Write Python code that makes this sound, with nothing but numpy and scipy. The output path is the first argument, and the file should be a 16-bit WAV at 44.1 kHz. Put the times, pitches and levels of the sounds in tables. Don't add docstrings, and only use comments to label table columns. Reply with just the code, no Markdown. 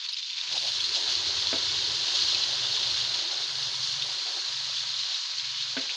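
import sys
import numpy as np
from scipy import signal
from scipy.io import wavfile
from scipy.ndimage import uniform_filter1d

SR = 44100
rng = np.random.default_rng(int(sys.argv[2]) if len(sys.argv) > 2 else 0)


def persist_wave(psi):
    counts = np.round(np.clip(psi, -1, 1) * 32767).astype(np.int16)
    wavfile.write(sys.argv[1], SR, np.atleast_2d(counts).T)


N = 262826
TIME = np.arange(N) / SR


def gain_of(db):
    return 10 ** (np.asarray(db) / 20)


def evened(x):
    return x / np.sqrt(np.mean(x ** 2) + 1e-20)


def steadied(x, window_s=0.25):
    return x / np.sqrt(abs(uniform_filter1d(x ** 2, max(int(window_s * SR), 2))) + 1e-12)


def levels(table):
    times, *columns = np.transpose(table)
    return [gain_of(np.interp(TIME, times, db)) for db in columns]


def arch(start, length):
    return np.sin(np.pi * np.clip((TIME - start) / length, 0, 1))


def wander(window_s):
    window = signal.windows.hann(max(int(window_s * SR), 3))
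    return evened(signal.oaconvolve(rng.standard_normal(N), window, "same"))


def add(mix, start, sound, peak_db):
    part = mix[max(round(start * SR), 0):][:len(sound)]
    part += gain_of(peak_db) * sound[:len(part)] / abs(sound).max()


def bandpassed(x, low_hz, high_hz, order):
    return signal.sosfilt(signal.butter(order, [low_hz, high_hz], "band", fs=SR, output="sos"), x)


def coloured(x, spectrum, size=8192):
    hz, db = np.transpose(spectrum)
    grid = np.maximum(abs(np.fft.fftfreq(size, 1 / SR)), 1)
    octaves_outside = np.maximum(np.log2(hz[0] / grid), 0) + np.maximum(np.log2(grid / hz[-1]), 0)
    grid_db = np.interp(np.log(grid), np.log(hz), db) - 60 * octaves_outside
    log_gain = np.log(gain_of(np.maximum(grid_db, -100)))
    taps = np.fft.ifft(np.exp(np.conj(signal.hilbert(log_gain)))).real[:size // 2]
    return evened(signal.oaconvolve(x, taps)[:N])


def clicks(per_s, spread_db):
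    strength = gain_of(spread_db * np.minimum(rng.exponential(1, N), 4.5))
    return strength * rng.choice([-1., 1.], N) * (rng.random(N) < per_s / SR)


def grains(train, shapes):
    pick = rng.integers(0, len(shapes), N)
    onsets = np.flatnonzero(train)
    places = onsets[:, None] + np.arange(shapes.shape[1])
    sounds = train[onsets, None] * shapes[pick[onsets]]
    return np.bincount(places.ravel(), sounds.ravel(), N)[:N]


def kitchen(x, wet_db, t60, size=12000):
    t = np.arange(size) / SR
    reflections = rng.standard_normal(size) * (rng.random(size) < .1) * (t > .001)
    tail = reflections * gain_of(-60 * t / t60)
    return x + gain_of(wet_db) * signal.oaconvolve(x, tail / np.linalg.norm(tail))[:N]


def diffuse(x, wet_db, t60, size=8000):
    fade = gain_of(-120 * np.arange(size) / SR / t60)
    power = abs(signal.oaconvolve(x ** 2, fade / fade.sum())[:N])
    return x + gain_of(wet_db) * np.sqrt(power) * rng.standard_normal(N)


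def bursts(per_s, spread_db, decay_s, count=200, size=256):
    shapes = rng.standard_normal((count, size)) * np.exp(-np.arange(size) / SR / decay_s)
    return evened(grains(clicks(per_s, spread_db), shapes))


def bubbles(per_s, spread_db, centre_hz, octaves, decay_s, count=200, size=400):
    t = np.arange(size) / SR
    hz = centre_hz * 2 ** (octaves * rng.uniform(-1.002, 1, (count, 1)))
    rings = np.sin(2 * np.pi * hz * t) * np.exp(-t / decay_s)
    return evened(grains(clicks(per_s, spread_db), rings))


def spurting(per_s, decay_s, limit=0.8):
    kicks = abs(clicks(per_s, spread_db=5.5))
    flare = signal.lfilter([1], [1, -np.exp(-1 / (SR * decay_s))], kicks - kicks.mean())
    return evened(np.tanh(evened(flare) / limit))


# (time [s], tilt [dB])
BUBBLE_SIZE = [(0, 3), (0.4, -1), (0.8, 0.5), (2.15, 0.5), (2.6, 1.5), (2.83, 2), (3.1, 1.7), (3.45, 0),
               (3.9, -1), (4.4, -0.5), (4.8, -0.3), (4.98, 2), (5.14, 0.5), (5.24, -2.5), (5.45, -1.5),
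               (5.6, 3.5), (5.75, -1), (5.96, 0.5)]
def sized(x, split_hz=4080):
    lower = signal.sosfiltfilt(signal.butter(8, split_hz, fs=SR, output="sos"), x)
    weight = np.sqrt(levels(BUBBLE_SIZE)[0])
    return lower * weight + (x - lower) / weight


# (frequency [Hz], level [dB], t60 [s])
WOK_MODES = [(272, 7, 0.12), (335, 3, 0.08), (433, 8, 0.07), (535, 8, 0.06), (614, 4, 0.09), (665, 4, 0.14),
             (845, 3, 0.06), (958, -8, 0.14), (1112, -7, 0.09), (1289, -3, 0.076), (1439, -7, 0.046),
             (1935, -5, 0.08), (2190, -5, 0.064)]
# (frequency [Hz], level [dB])
CRACKLE_COLOUR = [(500, -45), (780, -33.5), (950, -1.5), (1150, -3.5), (1400, -4.5), (1620, 1.5),
                  (1950, -2.5), (2300, -1), (2800, 1.5), (3500, -17.5)]
def crackle(fizz, ring_db=3.0):
    snaps = 0.82 * fizz + bursts(per_s=900, spread_db=1.5, decay_s=0.0013)
    dull = coloured(snaps, CRACKLE_COLOUR)
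    rings = sum(gain_of(db) * signal.lfilter(*signal.iirpeak(hz, hz * t60 / 2.2, SR), dull)
                for hz, db, t60 in WOK_MODES)
    return steadied(dull + gain_of(ring_db) * rings)


# (frequency [Hz], level [dB])
SPRAY_COLOUR = [(6500, -24.5), (8300, 1.5), (10000, -12), (12000, -22), (15500, -35)]
def spray(fizz):
    droplets = 0.91 * fizz + bursts(per_s=1200, spread_db=-3.0, decay_s=.001)
    return steadied(coloured(droplets, SPRAY_COLOUR))


# (time [s], sizzle [dB], crackle [dB], spray [dB])
FRYING = [(0, -34.5, -51, -75), (0.25, -35.5, -59, -76), (0.44, -33.5, -48.5, -74.5),
          (0.56, -29, -48.5, -63), (1.05, -28.5, -44.5, -63.5), (1.75, -27.5, -44, -64.5),
          (2.0, -28.5, -45, -63.0), (2.18, -26.2, -42.5, -62), (2.38, -27, -44, -64),
          (2.55, -28.5, -44, -63.5), (2.8, -27, -44.5, -63), (3.05, -28.5, -44, -64.0),
          (3.28, -30.5, -45.5, -67.5), (3.55, -31.5, -46.5, -64.5), (4.3, -31, -46.5, -65.5),
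          (5.05, -32, -47.5, -68.5), (5.3, -33, -48.5, -70.5), (5.96, -32.5, -48.5, -70.5)]
# (start [s], length [s], lift [dB])
FLARES = [(0.928, 0.082, 2.5), (1.075, 0.077, 2.5), (2.128, .13, 1.7), (2.252, .1, 1.7), (2.96, 0.086, 1.5),
          (3.132, 0.1, 1.5), (3.31, 0.039, 2.5), (3.396, 0.059, 2), (3.576, 0.13, 2), (3.788, 0.18, 2.5),
          (4.72, 0.11, 2.2), (4.865, 0.065, 1.5), (4.942, 0.13, 3), (5.065, 0.13, 2.5), (5.2, 0.058, 1.5),
          (5.345, 0.07, 2.5), (5.456, 0.075, 1.5), (5.566, 0.09, 2.5), (5.78, 0.066, 1.5)]
# (time [s], unevenness [dB], large bubbles [dB])
SPUTTER = [(0, 4, -14), (0.42, 2.2, -8), (0.65, 1.3, -17), (2.2, 0.16, -24.5), (5.2, 0.6, -17.5),
           (5.45, 0.8, -13.5), (5.96, -2, -14)]
# (frequency [Hz], level [dB])
SIZZLE_COLOUR = [(1500, -62), (2000, -43), (2400, -18.5), (2850, -6), (3400, -3), (3800, -3), (4220, 0.5),
                 (4900, -4.5), (5350, -6.5), (5900, -9.5), (6600, -11), (7100, -19), (7900, -27.5),
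                 (9500, -60.5)]
def sizzle(spray_flare_share=0.46, splatter_db=0.5):
    heat, crackle_level, spray_level = levels(FRYING)
    flare_db = sum(db * arch(start, length) for start, length, db in FLARES)
    heat *= gain_of(flare_db)
    spray_level *= gain_of(spray_flare_share * flare_db + splatter_db * spurting(per_s=37, decay_s=.025))

    times, uneven_db, large_db = np.transpose(SPUTTER)
    tearing = bursts(per_s=2000, spread_db=1.1, decay_s=0.00058)
    ringing = bubbles(per_s=650, spread_db=2.5, centre_hz=4149, octaves=0.279, decay_s=0.0043, size=500)
    spurts = gain_of(np.interp(TIME, times, uneven_db) * spurting(per_s=280, decay_s=0.012))
    steam = gain_of(0.5) * (heat / heat.max()) ** 0.063 * rng.standard_normal(N)
    fizz = diffuse(spurts * (tearing + gain_of(-7.5) * ringing + steam), wet_db=-3.5, t60=0.1)

    large = bubbles(per_s=500, spread_db=0.5, centre_hz=2775, octaves=0.27, decay_s=0.00075)
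    large = gain_of(np.interp(TIME, times, large_db)) * spurts * bandpassed(large, 1900, 3600, order=2)
    bright = steadied(sized(coloured(fizz, SIZZLE_COLOUR)) + large, window_s=0.12)
    return (gain_of(-0.28) * heat * bright
            + gain_of(1.5) * crackle_level * crackle(fizz)
            + gain_of(3.5) * spray_level * spray(fizz))


# (start [s], length [s], level [dB])
MIST_PUFFS = [(0.5, 0.24, -76.5), (1.05, 0.14, -74), (1.44, 0.08, -75), (2.08, 0.32, -75),
              (2.52, 0.51, -74), (2.97, 0.25, -76), (4.66, 0.19, -79)]
def mist(under_spray_db=-20.0, spatter_db=2.0):
    _, _, spray_level = levels(FRYING)
    puffs = sum(gain_of(db) * arch(start, length) for start, length, db in MIST_PUFFS)
    level = np.hypot(gain_of(under_spray_db) * spray_level, puffs)
    spatter = gain_of(spatter_db * spurting(per_s=70, decay_s=.014))
    fizz = bandpassed(bursts(per_s=1200, spread_db=2.0, decay_s=.0015), 10000, 15500, order=3)
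    return level * evened(spatter * fizz)


# (time [s], level [dB], pitch [Hz], decay [s])
LOUD_SPITS = [(0.061, -22, 4340, .004), (0.0946, -22, 4370, .002), (0.1272, -18, 3800, 0.0065),
              (0.133, -17, 5040, .005), (0.143, -15, 4900, .002), (0.169, -21, 3900, 0.007),
              (0.2286, -20.5, 3580, 0.011), (0.3012, -18, 3500, 0.0094), (0.3306, -20, 3610, 0.0067),
              (0.38, -20, 3460, .003), (0.4128, -13, 3630, 0.002), (0.578, -11, 3800, 0.0037),
              (0.719, -11, 4000, 0.0022), (0.802, -14.5, 3370, 0.0064), (0.8916, -12.5, 4230, .002),
              (1.153, -10, 4380, 0.0027), (1.4704, -10.5, 4240, 0.0028), (2.0836, -13, 3730, 0.0027),
              (2.221, -11, 4740, 0.0046), (2.347, -9, 4180, 0.0058), (2.435, -10, 4010, 0.0076),
              (2.765, -9, 4300, 0.00063), (2.899, -13, 4370, 0.0026), (3.1434, -13, 4400, 0.0043),
              (3.3154, -20, 4060, .002), (4.021, -13, 3670, 0.0054), (5.144, -16.5, 3860, .006),
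              (5.235, -20.5, 4130, .005), (5.6084, -15, 3740, 0.0057), (5.6781, -18, 3480, 0.0054)]
def spits(crack=0.52, small_db=7, small_hz=4300, small_decay_s=0.001, small_count=28, size=1600):
    out, t = np.zeros(N), np.arange(size) / SR
    band_hz = (2400, 5600)
    times, heat_db = np.transpose(FRYING)[:2]
    small_spits = []
    for start, loud, high in rng.uniform([0, -1, -1], [N / SR, 1, 1], (small_count, 3)):
        db = np.interp(start, times, heat_db) + small_db + 2 * loud
        small_spits.append((start, db, small_hz * 2 ** (0.53 * high), small_decay_s))
    for start, db, hz, decay_s in LOUD_SPITS + small_spits:
        tear = evened(bandpassed(rng.standard_normal(size), *band_hz, order=3))
        pop = (np.sin(2 * np.pi * hz * t) + crack * tear) * np.exp(-t / decay_s)
        add(out, start, pop, db)
    return gain_of(-4.0) * bandpassed(diffuse(out, wet_db=-15.0, t60=0.24), *band_hz, order=3)


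# (time [s], level [dB], pitch [Hz])
DROPLET_TICKS = [(0.1225, -49, 10100), (0.31, -61, 10800), (2.903, -57, 12500)]
def ticks(decay_s=0.0022, width_hz=1700, size=1000):
    out, t = np.zeros(N), np.arange(size) / SR
    for start, db, hz in DROPLET_TICKS:
        snap = rng.standard_normal(size) * np.exp(-t / decay_s)
        add(out, start, bandpassed(snap, hz - width_hz / 2, hz + width_hz / 2, order=6), db)
    return kitchen(out, wet_db=-8, t60=0.091)


# (time [s], rub [dB], squelch [dB])
STIRRING = [(0.0, -83, -102), (0.38, -90, -77), (0.52, -60, -53), (0.7, -65, -59), (0.88, -56.5, -61),
            (1.01, -54.5, -53), (1.9, -54, -55.5), (2.3, -55, -54), (3.15, -58, -53.5), (3.33, -57, -54.5),
            (3.92, -66, -59.5), (4.1, -61.5, -55.5), (4.38, -57, -54.5), (4.52, -70, -62.5),
            (4.62, -72.5, -60), (4.88, -74.5, -60), (4.96, -80.5, -64.5), (5.7, -84, -65), (5.96, -65, -58)]
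# (frequency [Hz], level [dB])
RUB_COLOUR = [(150, -16), (230, -14.5), (290, -5), (340, 6), (385, 0.5), (430, 6.5), (490, -10.5),
              (600, -23)]
SQUELCH_COLOUR = [(400, -28.5), (490, 5.5), (550, 13), (650, 10), (760, 13), (900, 10.5), (1100, -7)]
def stirring(rub_uneven_db=1.5, squelch_uneven_db=3.0):
    rub_level, squelch_level = levels(STIRRING)
    rub_level *= gain_of(0.5 + rub_uneven_db * wander(window_s=0.067))
    rub = steadied(coloured(clicks(per_s=570, spread_db=2.0), RUB_COLOUR))
    squelch_level *= gain_of(1.5 + squelch_uneven_db * wander(window_s=0.077))
    squelch = steadied(coloured(clicks(per_s=660, spread_db=0.0), SQUELCH_COLOUR))
    return rub_level * rub + squelch_level * squelch


# (start [s], length [s], level [dB], pitch [Hz], noise over tone [dB])
THROB_SPELLS = [(0.41, 0.35, -61, 142.3, 1), (1.16, 0.85, -57.5, 133.4, -4.5), (2.151, 0.96, -55.5, 118, 1),
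                (3.308, 0.73, -54.5, 131.3, -4), (4.4, 0.57, -59.5, 132.2, -3), (5.32, 0.4, -60, 127, -6)]
# (frequency [Hz], level [dB])
THROB_COLOUR = [(40, -44), (70, -49), (90, -38), (110, 0), (128, 3), (148, -1), (170, -5), (220, -20.5),
                (320, -83)]
def throb(beats_per_s=22.5, waver=0.0179, depth=0.63, rise_share=0.39, release_s=0.073, rest_db=-90):
    level = np.full(N, gain_of(rest_db))
    for start, length, db, _, _ in THROB_SPELLS:
        rise = np.clip((TIME - start) / (rise_share * length), 0, 1)
        release = np.exp(-np.maximum(TIME - start - length, 0) / release_s)
        level += gain_of(db) * rise * release
    starts, _, _, pitch_hz, blur_db = np.transpose(THROB_SPELLS)
    spell = np.maximum(np.searchsorted(starts, TIME) - 1, 0)
    speed = 1 + waver * wander(window_s=0.293)
    cycles = np.cumsum(speed * pitch_hz[spell]) / SR
    beating = 1 + depth * np.cos(2 * np.pi * beats_per_s * np.cumsum(speed) / SR)
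    tone = evened(np.sin(2 * np.pi * cycles) * beating)
    blur = gain_of(blur_db[spell])
    noise = coloured(rng.standard_normal(N), THROB_COLOUR)
    return level * (tone + blur * noise) / np.sqrt(1 + blur ** 2)


# (start [s], length [s], level [dB])
STEAM_ESCAPES = [(0.467, 0.03, -37), (5.432, 0.026, -36), (5.885, 0.037, -32)]
def gurgles():
    level = sum(gain_of(db) * arch(start, length) for start, length, db in STEAM_ESCAPES)
    crowd = bubbles(per_s=880, spread_db=3.0, centre_hz=3100, octaves=0.26, decay_s=0.0009)
    return level * evened(bandpassed(crowd, 2000, 4200, order=2))


# (time [s], level [dB])
RUMBLE_LEVEL = [(0, -91), (0.65, -75), (0.77, -64), (0.92, -63), (1.01, -76), (1.1, -60), (1.33, -56.5),
                (1.45, -58.5), (1.9, -58), (2.08, -70.5), (2.25, -56.5), (2.68, -73), (2.95, -58.5),
                (3.19, -67), (3.33, -79), (3.55, -71), (3.9, -71), (4.1, -73), (4.38, -86), (4.7, -72),
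                (4.9, -75), (5.15, -86), (5.96, -78)]
# (frequency [Hz], level [dB])
RUMBLE_COLOUR = [(22, -24), (38, -17), (62, -13.5), (85, -1), (110, -7), (150, -15), (220, -25),
                 (320, -31.5)]
def low_rumble(uneven_db=1.0):
    rumble = steadied(coloured(clicks(per_s=440, spread_db=0.0), RUMBLE_COLOUR), window_s=0.14)
    swell = gain_of(3.5 + uneven_db * wander(window_s=0.092))
    return levels(RUMBLE_LEVEL)[0] * swell * rumble


# (time [s], thud [dB], clack [dB], top of the clack [Hz],
# thud low-pass [Hz], thud high-pass [Hz], ring length [factor], rebound delay [s], rebound [dB])
SPATULA_KNOCKS = [(1.529, -22.5, -24.5, 3000, 1100, 294, 0.71, 0.0061, -21),
                  (5.7673, -28.5, -21.5, 3580, 630, 225, 0.64, 0.00736, -2)]
def knocks(clack_decay_s=0.004, clack_low_hz=1000, size=12000):
    thuds, clacks, t = np.zeros(N), np.zeros(N), np.arange(size) / SR
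    for start, thud_db, clack_db, top_hz, soft_hz, low_hz, ring, rebound_s, rebound_db in SPATULA_KNOCKS:
        thud = sum(gain_of(db - 60 * t / (t60 * ring)) * np.sin(2 * np.pi * hz * t)
                   for hz, db, t60 in WOK_MODES)
        thud = signal.lfilter(*signal.butter(2, soft_hz, fs=SR), thud)
        thud = signal.lfilter(*signal.butter(4, low_hz, "high", fs=SR), thud)
        for delay, strike_db in ((0, 0), (rebound_s, rebound_db)):
            snap = rng.standard_normal(size) * np.exp(-t / clack_decay_s)
            clack = bandpassed(snap, clack_low_hz, top_hz, order=4)
            add(thuds, start + delay, thud, strike_db + thud_db)
            add(clacks, start + delay, clack, strike_db + clack_db)
    return kitchen(thuds, wet_db=0.5, t60=0.25) + kitchen(clacks, wet_db=-4, t60=0.1)


def scene():
    mono = (sizzle() + mist() + spits() + ticks() + stirring()
            + throb() + gurgles() + low_rumble() + knocks())
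    return np.array([mono, mono])


def record(dry, edge_hz=15500):
    lowpass = signal.firwin(511, edge_hz, window=("kaiser", 9), fs=SR)
    return signal.oaconvolve(dry, lowpass[None], "same")


dry = scene()
out = record(dry)
persist_wave(out)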